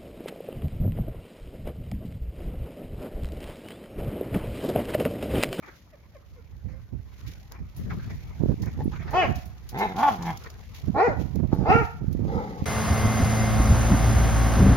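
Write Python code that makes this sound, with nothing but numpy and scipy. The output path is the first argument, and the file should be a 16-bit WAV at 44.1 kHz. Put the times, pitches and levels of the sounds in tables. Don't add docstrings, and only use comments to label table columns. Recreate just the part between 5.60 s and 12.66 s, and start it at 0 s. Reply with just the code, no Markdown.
import sys
import numpy as np
from scipy import signal
from scipy.fft import rfft, irfft, next_fast_len
from scipy.io import wavfile
from scipy.ndimage import uniform_filter1d

SR = 44100
rng = np.random.default_rng(int(sys.argv[2]) if len(sys.argv) > 2 else 0)


def waveform_to_disk(signal):
    frames = np.transpose(np.atleast_2d(signal))
    scaled = np.clip(frames, -1, 1) * 32767
    samples = np.round(scaled).astype(np.int16)
    wavfile.write(sys.argv[1], SR, samples)


N = 311238
TIME = np.arange(N) / SR
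TOP_HZ = 16200

# [t/s, pitch/Hz, level/dB]
BARKS = [
    [(3.527, 269, -36), (3.545, 328.3, -23.5), (3.566, 368, -20.5), (3.587, 378.7, -19),
     (3.612, 359.2, -20.5), (3.633, 320.6, -22.5), (3.648, 279.3, -26.5), (3.685, 212.4, -46.5)],
    [(5.34, 251.4, -41.5), (5.358, 269.2, -26), (5.38, 302.8, -23.5), (5.403, 367.4, -17.5),
     (5.422, 413, -21.5), (5.442, 485.8, -22), (5.466, 488.4, -21.5), (5.495, 317.3, -28), (5.54, 245, -40)],
    [(6.05, 270.4, -31), (6.083, 346, -23.5), (6.106, 369.3, -15.5), (6.122, 424.4, -18),
     (6.14, 466.9, -21), (6.195, 467.7, -26.5), (6.24, 378, -37.5)],
]
# [t/s, pitch/Hz, level/dB]
SNARLS = [
    [(3.175, 129.4, -47.5), (3.21, 144, -34.5), (3.235, 135, -49.5)],
    [(4.11, 93.95, -52.5), (4.15, 130.8, -34.5), (4.195, 186.7, -31), (4.215, 208.4, -22),
     (4.26, 195.4, -26.5), (4.275, 184.3, -39), (4.335, 175.4, -34.5)],
    [(4.335, 169, -44), (4.37, 191.3, -33.5), (4.39, 211.8, -25), (4.423, 264.9, -25), (4.431, 283, -16.5),
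     (4.472, 279.9, -21), (4.488, 259.7, -15), (4.503, 225, -29.5), (4.53, 196.3, -35), (4.59, 171, -47)],
    [(4.585, 177.4, -38), (4.645, 177, -36), (4.68, 170.5, -29), (4.71, 166.9, -29.5), (4.73, 128.5, -45),
     (4.80, 86.6, -53)],
    [(5.915, 172, -34.5), (5.932, 185, -32.5), (5.96, 180.3, -38.5), (6.06, 205.4, -37.5)],
    [(6.665, 163.2, -39.5), (6.72, 179, -34.5), (6.78, 208.2, -31.5), (6.87, 195.7, -37), (7.04, 159, -44)],
]
# [roughness at top pitch/0-1, jaw opening/dB, right port delay/ms, chest hum/dB]
BARK_STYLES = [(.12, 4, .033, -10.5), (.15, -2.5, .093, -7), (.27, 5, 0.18, -26.5)]
SNARL_STYLES = [(0.7, 0, .06, -18.5), (.5, 15.5, .16, -8), (.33, 17, .013, -14.5), (.45, 7.5, .006, -0.5),
                (0.8, -0.5, .1, -24.5), (0.94, -0.5, 0.27, -16.5)]
# [f/Hz, width/Hz, gain/dB]
BARK_THROAT = [(491, 170, 9), (784, 278, 12)]
# [f/Hz, width/Hz, gain/dB]
SNARL_CHEST = [(250, 440, 3)]
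# [f/Hz, gain/dB]
BARK_JAWS = [
    [(1250, -2.5), (1850, -1.5), (2280, -1.5), (2600, 0.5), (3050, 1)],
    [(1180, -1.5), (1450, 2.5), (1950, 4.5), (2480, 3)],
    [(1330, 4), (1880, -0.5), (2300, 0.5), (2620, 3)],
]
# [f/Hz, gain/dB]
SNARL_JAWS = [
    [(850, 5.5), (1900, -3.5)],
    [(410, -1), (840, 10.5), (1300, -6), (1750, -2.5), (2130, -0.5), (3900, -8)],
    [(860, 15), (1080, 5), (1400, 0), (1700, -17), (2300, -9), (3400, -8)],
    [(850, 12), (1720, -1), (2150, -2), (3350, -6)],
    [(870, 1), (1320, -6)],
    [(480, 5.5), (830, 7.5), (1180, -1.5), (2150, -4)],
]
# [t/s, length/s, start f/Hz, end f/Hz, level/dB]
WHIMPERS = [(0.323, 0.037, 653, 504, -50), (0.545, 0.033, 635, 480, -46), (0.759, 0.05, 532, 428, -52),
            (1.04, 0.18, 505, 542, -57.5)]
# [t/s, length/s, level/dB]
GRUMBLES = [(.02, 0.066, -47.5), (1.08, 0.074, -59), (1.91, 0.041, -50.5), (2.295, 0.012, -42.5),
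            (2.37, 0.075, -50.5), (2.49, 0.015, -50.5), (3.02, 0.071, -48), (3.314, .012, -43),
            (3.35, 0.089, -45.5), (3.474, .015, -42), (3.505, 0.027, -43.5), (4.84, 0.016, -44)]
GRUMBLE_RISE_S, GRUMBLE_FALL_DB_PER_S = 0.008, 224
# [f/Hz, gain/dB]
RUB_COLOUR = [(150, -7), (500, 4.5), (1250, 5.5), (2250, 4), (3000, -9.5), (6000, -10.5)]
# [t/s, level/dB]
BUSTLE = [(0, -64.5), (1.4, -67.5), (1.6, -57.5), (2.05, -64), (2.3, -55.5), (4.0, -60), (4.5, -48.5),
          (5.0, -57), (6.4, -62.5), (7.05, -53.5)]
# [t/s, length/s, level/dB]
SCUFFS_AND_HISS = [(.02, .15, -59.5), (1.66, 0.057, -50), (2.16, .038, -55), (3.54, 0.16, -51.5),
                   (3.75, 0.025, -47.5), (4.17, 0.066, -44), (4.36, .13, -40.5), (4.65, 0.0193, -42),
                   (5.14, 0.03, -46), (5.59, 0.023, -49), (6.1, 0.16, -50)]
SCUFF_RISE_S, SCUFF_FALL_DB_PER_S = 0.0058, 159
# [f/Hz, gain/dB]
GRIT_COLOUR = [(600, -49.5), (2000, 5.5), (6200, 3.5), (10000, -2.5), (12500, 4), (16000, -6)]
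# [t/s, level/dB, t60/s, treble/dB]
CLAWS = [(1.921, -35.5, 0.0097, 1), (2.164, -54, 0.19, 9), (3.02, -43.5, 0.14, -3),
         (3.0588, -42.5, 0.022, 2), (3.507, -48, 0.13, 2), (3.757, -43.5, 0.096, 0.5),
         (3.856, -54, 0.12, 7), (4.09, -41, 0.097, 3), (4.187, -40, 0.18, -1.5), (4.624, -38, 0.09, -9),
         (4.773, -35, 0.027, -4), (4.838, -41.5, 0.052, -8), (4.9015, -41, 0.045, -6),
         (5.7572, -43, 0.027, 2), (6.528, -48, 0.035, 6)]
# [f/Hz, level/dB, t60/s]
TAG_MODES = [(9940, -11, 0.16), (14410, -1, .08)]
# [t/s, level/dB]
TAG_CLINKS = [(3.24, -37.5), (4.187, -30.5), (5.944, -38.5)]
# [delay/s, level/dB]
ECHOES = [(.021, -17.5), (.058, -17.5), (.15, -29)]
# [f/Hz, gain/dB]
YARD_TAIL = [(100, -27), (750, 7), (1080, 6), (1420, 10.5), (1900, 5.5), (3300, 4), (14000, 30)]
# [t/s, peak/dB, f/Hz, envelope width/swings]
THUMPS = [(2.811, -17.5, 129, 0.87), (2.837, -10, 250, 0.77), (2.860, -14, 200, 0.49),
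          (2.896, -17.5, 162, 0.46), (2.922, -22.5, 130, 1.1), (2.942, -21, 231, 0.96),
          (3.259, -14.5, 265, 1.7), (3.28, -15, 123.6, 0.4), (5.303, -15, 196, 2.1),
          (5.484, -12, 277, 0.55), (5.776, -17, 170, 1.1), (5.932, -6, 277, 0.95),
          (5.991, -13.5, 153.6, 0.94), (6.444, -21, 134, 0.38), (6.484, -15.5, 130, 1),
          (6.551, -18.5, 168, 0.44), (6.594, -20, 204, 0.57), (6.652, -19, 178, 0.35),
          (7.024, -16.5, 142, .7)]
# [t/s, length/s, left port/dB, right port/dB]
GUSTS = [(0.924, 0.054, -49, -43), (1.027, .15, -56, -37.5), (1.322, 0.071, -51, -34),
         (1.625, 0.064, -44.5, -37), (1.973, 0.056, -35.5, -40.5), (2.159, .39, -32.5, -41),
         (2.793, 0.13, -33.5, -27.5), (2.987, 0.15, -40.5, -33.5), (3.293, 0.33, -41.5, -40),
         (3.646, .12, -45, -27.5), (5.227, .13, -44.5, -28), (5.466, 0.18, -51, -30),
         (5.753, 0.29, -57.5, -28.5), (6.084, 0.13, -37.5, -22.5), (6.405, 0.37, -43.5, -29.5)]
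GUST_RISE_S, GUST_FALL_DB_PER_S = 0.0087, 381.5
# [t/s, left port/dB, right port/dB]
BREEZE = [(0, -73, -103), (0.8, -58, -52), (2.2, -45.5, -50.5), (3.3, -33.5, -32.5), (4.0, -49, -47),
          (4.6, -47, -44), (5.05, -45, -56), (5.7, -46.5, -30), (7.05, -33.5, -61.5)]
# [f/Hz, level/dB]
WIND_BANDS = [(55, -5.5), (85, -1), (130, -1), (200, -5.5), (310, -13.5), (480, -28.5), (750, -55.5)]
# [f/Hz, gain/dB]
AIR = [(25, -24), (71, 3), (450, -17), (6050, -35.5), (7870, -50.5), (13000, -25.5), (16000, -49)]
AIR_DB = -60.5
# [f/Hz, gain/dB]
MIC = [(24, -26), (48, 8.5), (6900, -5), (7600, -19.5), (9000, -26.5), (9900, -8.5)]


def undb(db):
    return 10 ** (np.asarray(db) / 20)


def curves(rows):
    s, *columns = np.transpose(rows)
    return [np.interp(TIME, np.sort(s), c) for c in columns]


def unit(x):
    return x / np.sqrt(np.mean(x ** 2))


def steady(x, window_s):
    power = np.abs(uniform_filter1d(x ** 2, int(window_s * SR)))
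    return x / np.sqrt(power + 1e-12)


def colour(x, points):
    size = next_fast_len(x.shape[-1] + 4096)
    hz, db = np.transpose(points)
    bins_hz = np.fft.rfftfreq(size, 1 / SR)
    gain = undb(np.interp(np.log(bins_hz + 1), np.log(hz), db))
    return irfft(rfft(x, size) * gain, size)[..., :x.shape[-1]]


def band(x, hz, width_hz):
    b, a = signal.iirpeak(hz, hz / width_hz, fs=SR)
    return signal.lfilter(b, a, signal.lfilter(b, a, x))


def resonate(x, modes):
    return sum(undb(db) * band(x, hz, width_hz) for hz, width_hz, db in modes)


def slide(x, modes, scale):
    clock = np.cumsum(scale)
    ticks = np.arange(int(clock[-1]))
    warped = np.interp(ticks, clock, x)
    return np.interp(clock, ticks, resonate(warped, modes))


def walk(t, rate_hz):
    place = (t - t[0]) * rate_hz
    return 1.464 * np.interp(place, np.arange(len(t)), rng.standard_normal(len(t)))


def add(out, start_s, x):
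    i = max(int(start_s * SR), 0)
    out[..., i:i + x.shape[-1]] += x[..., :N - i]


def spread(pair, side):
    return (pair[0] + side * pair[1] * np.array([[1], [-1]])) / np.hypot(1, side)


def swells(rows, rise_s, fall_db_per_s):
    power = np.zeros(N)
    t = np.arange(SR) / SR
    for start_s, length_s, db in rows:
        rise = np.minimum(t / rise_s, 1)
        fall_db = fall_db_per_s * np.maximum(t - length_s, 0)
        add(power, start_s, (rise * undb(db - fall_db)) ** 2)
    return np.sqrt(power)


def calls(tables, styles, throat, jaws, width_hz, hiss_db, jitter, shimmer_db, rasp, flutter_hz, slack,
          shut_db, open_s, gape, lift, sink):
    out = np.zeros((2, N))
    for rows, (top_rough, open_db, delay_ms, chest_db), formants in zip(tables, styles, jaws):
        s, *columns = np.transpose(rows)
        t = np.arange(s[0], s[-1], 1 / SR)
        hz, db = (np.interp(t, np.sort(s), c) for c in columns)
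        relative_pitch = hz / hz.max()
        rough = np.clip(top_rough + slack * (1 - relative_pitch), 0, 1)
        shut = np.maximum(1 - (t - t[0]) / open_s, 0)
        mouth_db = open_db + shut_db * shut + gape * (db - db.max())

        phase = 2 * np.pi * np.cumsum(hz * (1 + jitter * rough * walk(t, flutter_hz))) / SR
        harmonics = range(1, int(TOP_HZ / 2 / hz.max()))
        pulses = unit(sum(np.cos(k * phase) for k in harmonics))
        flutter = undb(shimmer_db * rough * np.tanh(walk(t, flutter_hz)))
        pulses *= (1 + rough * np.cos(phase / 2)) * flutter
        pulses *= 1 - rough ** 4
        puffs = unit(rng.standard_normal(len(t)) * (2 + np.cos(phase)))
        breath = rasp * rough * flutter * puffs

        bend = relative_pitch ** np.where(t > t[hz.argmax()], sink, lift)
        deep = slide(pulses + breath / 2, throat, bend)
        chest = undb(chest_db) * np.cos(phase) * flutter
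        jaw_modes = [(f, width_hz + f / 20, gain_db) for f, gain_db in formants]
        bright = slide(pulses + breath, jaw_modes, bend)
        edge_hz = min(0.94 * formants[-1][0], SR / 4)
        bright = signal.sosfilt(signal.butter(6, edge_hz, fs=SR, output="sos"), bright)
        hiss = undb(hiss_db) * band(breath + pulses / 2, 3200, 3400)

        voice = chest + deep + undb(mouth_db) * bright + hiss
        voice = steady(voice, 0.013) * undb(db) * signal.windows.tukey(len(t), 0.06)
        add(out[0], t[0], voice)
        add(out[1], t[0] + delay_ms / 1000, voice)
    return out


def whimpers(overtone_db, waver):
    out = np.zeros(N)
    for start_s, length_s, first_hz, last_hz, db in WHIMPERS:
        u = np.linspace(0, 1, int(length_s * SR))
        glide_hz = first_hz + (last_hz - first_hz) * u * (1 + u) / 2
        hz = glide_hz * (1 + waver * walk(u * length_s, 392))
        phase = 2 * np.pi * np.cumsum(hz) / SR
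        overtones = sum(np.sin(k * phase) / np.sqrt(k) for k in range(2, 5))
        tone = np.sin(phase) + undb(overtone_db) * overtones
        add(out, start_s, tone * np.sin(np.pi * u) * undb(db))
    return out


def mouthing(trim_db, fur_db, flicker_db, flicker_hz, rattle_db):
    bands = np.zeros((2, N))
    for hz in np.geomspace(200, 6400, 18):
        noise = band(rng.standard_normal((2, N)), hz, hz / 4)
        bands += noise * undb(flicker_db * np.tanh(walk(TIME, flicker_hz)))
    sound = steady(colour(bands, RUB_COLOUR), 0.092)
    grumbling = swells(GRUMBLES, GRUMBLE_RISE_S, GRUMBLE_FALL_DB_PER_S)
    rubbing = undb(curves(BUSTLE)[0] + fur_db)
    effort = np.hypot(grumbling, rubbing)
    return spread(sound, 0.77) * effort * undb(trim_db + rattle_db * walk(TIME, 110))


def grit_and_hiss(grit_db, grain_db):
    strength_db = grain_db * np.minimum(rng.exponential(size=N), 8)
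    grains = rng.standard_normal((2, N)) * undb(strength_db)
    bursts = swells(SCUFFS_AND_HISS, SCUFF_RISE_S, SCUFF_FALL_DB_PER_S)
    strength = np.hypot(undb(curves(BUSTLE)[0]), bursts)
    noise = unit(colour(grains, GRIT_COLOUR)) * strength
    return spread(noise * undb(grit_db + 2.0 * walk(TIME, 160)), 1.0)


def claws(body_db):
    out = np.zeros((2, N))
    t = np.arange(SR // 10) / SR
    for start_s, db, t60_s, treble_db in CLAWS:
        contact = rng.standard_normal((2, len(t))) * undb(db + body_db - 60 * t / t60_s)
        treble = undb(treble_db) * band(contact, 12000, 8600)
        add(out, start_s, band(contact, 6260, 6400) + treble)
    return spread(out, 0.88)


def collar():
    out = np.zeros((2, N))
    t = np.arange(SR // 4) / SR
    for start_s, db in TAG_CLINKS:
        for hz, mode_db, t60_s in TAG_MODES:
            phase = 2 * np.pi * (hz * t + rng.random((2, 1)))
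            add(out, start_s, np.sin(phase) * undb(db + mode_db - 60 * t / t60_s))
    return out


def yard(x, tail_db, t60_s, early_db, early_t60_s):
    t = np.arange(SR) / SR
    scatter = unit(rng.standard_normal((2, SR)) * undb(-60 * t / early_t60_s) * (t > 0.003))
    tail = unit(rng.standard_normal((2, SR)) * undb(-60 * t / t60_s) * np.minimum(t / 0.0066, 1))
    early = undb(early_db) * scatter / np.sqrt(SR)
    for delay_s, db in ECHOES:
        for channel in range(2):
            early[channel, int(delay_s * SR) + rng.integers(40)] += undb(db)
    early = colour(early, [(100, -13.5), (1400, 4), (14000, 15.5)])
    late = colour(tail, YARD_TAIL) * undb(tail_db) / np.sqrt(SR)
    return x + signal.fftconvolve(x, early + late, axes=1)[:, :N]


def thumps(trim_db):
    out = np.zeros(N)
    t = np.arange(-0.04, 0.04, 1 / SR)
    for start_s, db, hz, swings in THUMPS:
        u = 2 * np.pi * hz * t
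        swing = -np.sin(u) / (1 + (u / (np.pi * swings)) ** 2) ** 2
        add(out, start_s + t[0], swing / swing.max() * undb(db + trim_db))
    return out


def wind(channel, trim_db, gust_db):
    rows = [(start_s, length_s, ports[channel]) for start_s, length_s, *ports in GUSTS]
    gusts = swells(rows, GUST_RISE_S, GUST_FALL_DB_PER_S)
    db = 20 * np.log10(np.hypot(undb(curves(BREEZE)[channel]), gusts))
    force_db = db + 30 + gust_db * np.tanh(walk(TIME, 50))
    eddies = np.zeros(N)
    for hz, band_db in WIND_BANDS:
        noise = band(rng.standard_normal(N), hz, hz * 0.54)
        swirl = np.tanh(steady(noise, 0.049) / 2) * 2
        eddies += swirl * undb(band_db + (hz / 110) ** 0.78 * force_db)
    return eddies * undb(trim_db)


def still_air():
    noise = unit(colour(rng.standard_normal((2, N)), AIR))
    return spread(noise, 0.16) * undb(AIR_DB)


def scene():
    barks = calls(BARKS, BARK_STYLES, BARK_THROAT, BARK_JAWS, width_hz=244, hiss_db=-20.5,
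                  jitter=0.06, shimmer_db=16, rasp=1.4, slack=0.3, flutter_hz=229.2,
                  shut_db=-18, open_s=0.074, gape=0.21, lift=0.14, sink=0.61)
    snarls = calls(SNARLS, SNARL_STYLES, SNARL_CHEST, SNARL_JAWS, width_hz=175, hiss_db=-27,
                   jitter=0.14, shimmer_db=8, rasp=2.1, slack=0.12, flutter_hz=200.05,
                   shut_db=-4.5, open_s=0.12, gape=1.0, lift=0.19, sink=0.38)
    squeaks = whimpers(overtone_db=-10.5, waver=0.023)
    dogs = yard(barks + squeaks, tail_db=-11, t60_s=0.45, early_db=-3.5, early_t60_s=0.032)
    dogs += yard(snarls, tail_db=-17.5, t60_s=0.2, early_db=-10.0, early_t60_s=0.043)
    rubbing = mouthing(trim_db=0.5, fur_db=-1.5, flicker_db=8.0, flicker_hz=24.4, rattle_db=2.0)
    grit = grit_and_hiss(grit_db=1, grain_db=2.72)
    left, right = dogs + rubbing + grit + claws(body_db=9) + collar()
    left_wind = wind(channel=0, trim_db=-39.5, gust_db=6.5)
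    right_wind = wind(channel=1, trim_db=-34.5, gust_db=5.5) + thumps(trim_db=-1)
    return np.array([left * undb(-0.5) + left_wind, right + right_wind]) + still_air()


def record(dry):
    ceiling = 0.85
    rounded = ceiling * np.tanh(colour(dry, MIC) / ceiling)
    return signal.sosfilt(signal.ellip(10, 0.2, 80, TOP_HZ, fs=SR, output="sos"), rounded)


dry = scene()
out = record(dry)
waveform_to_disk(out)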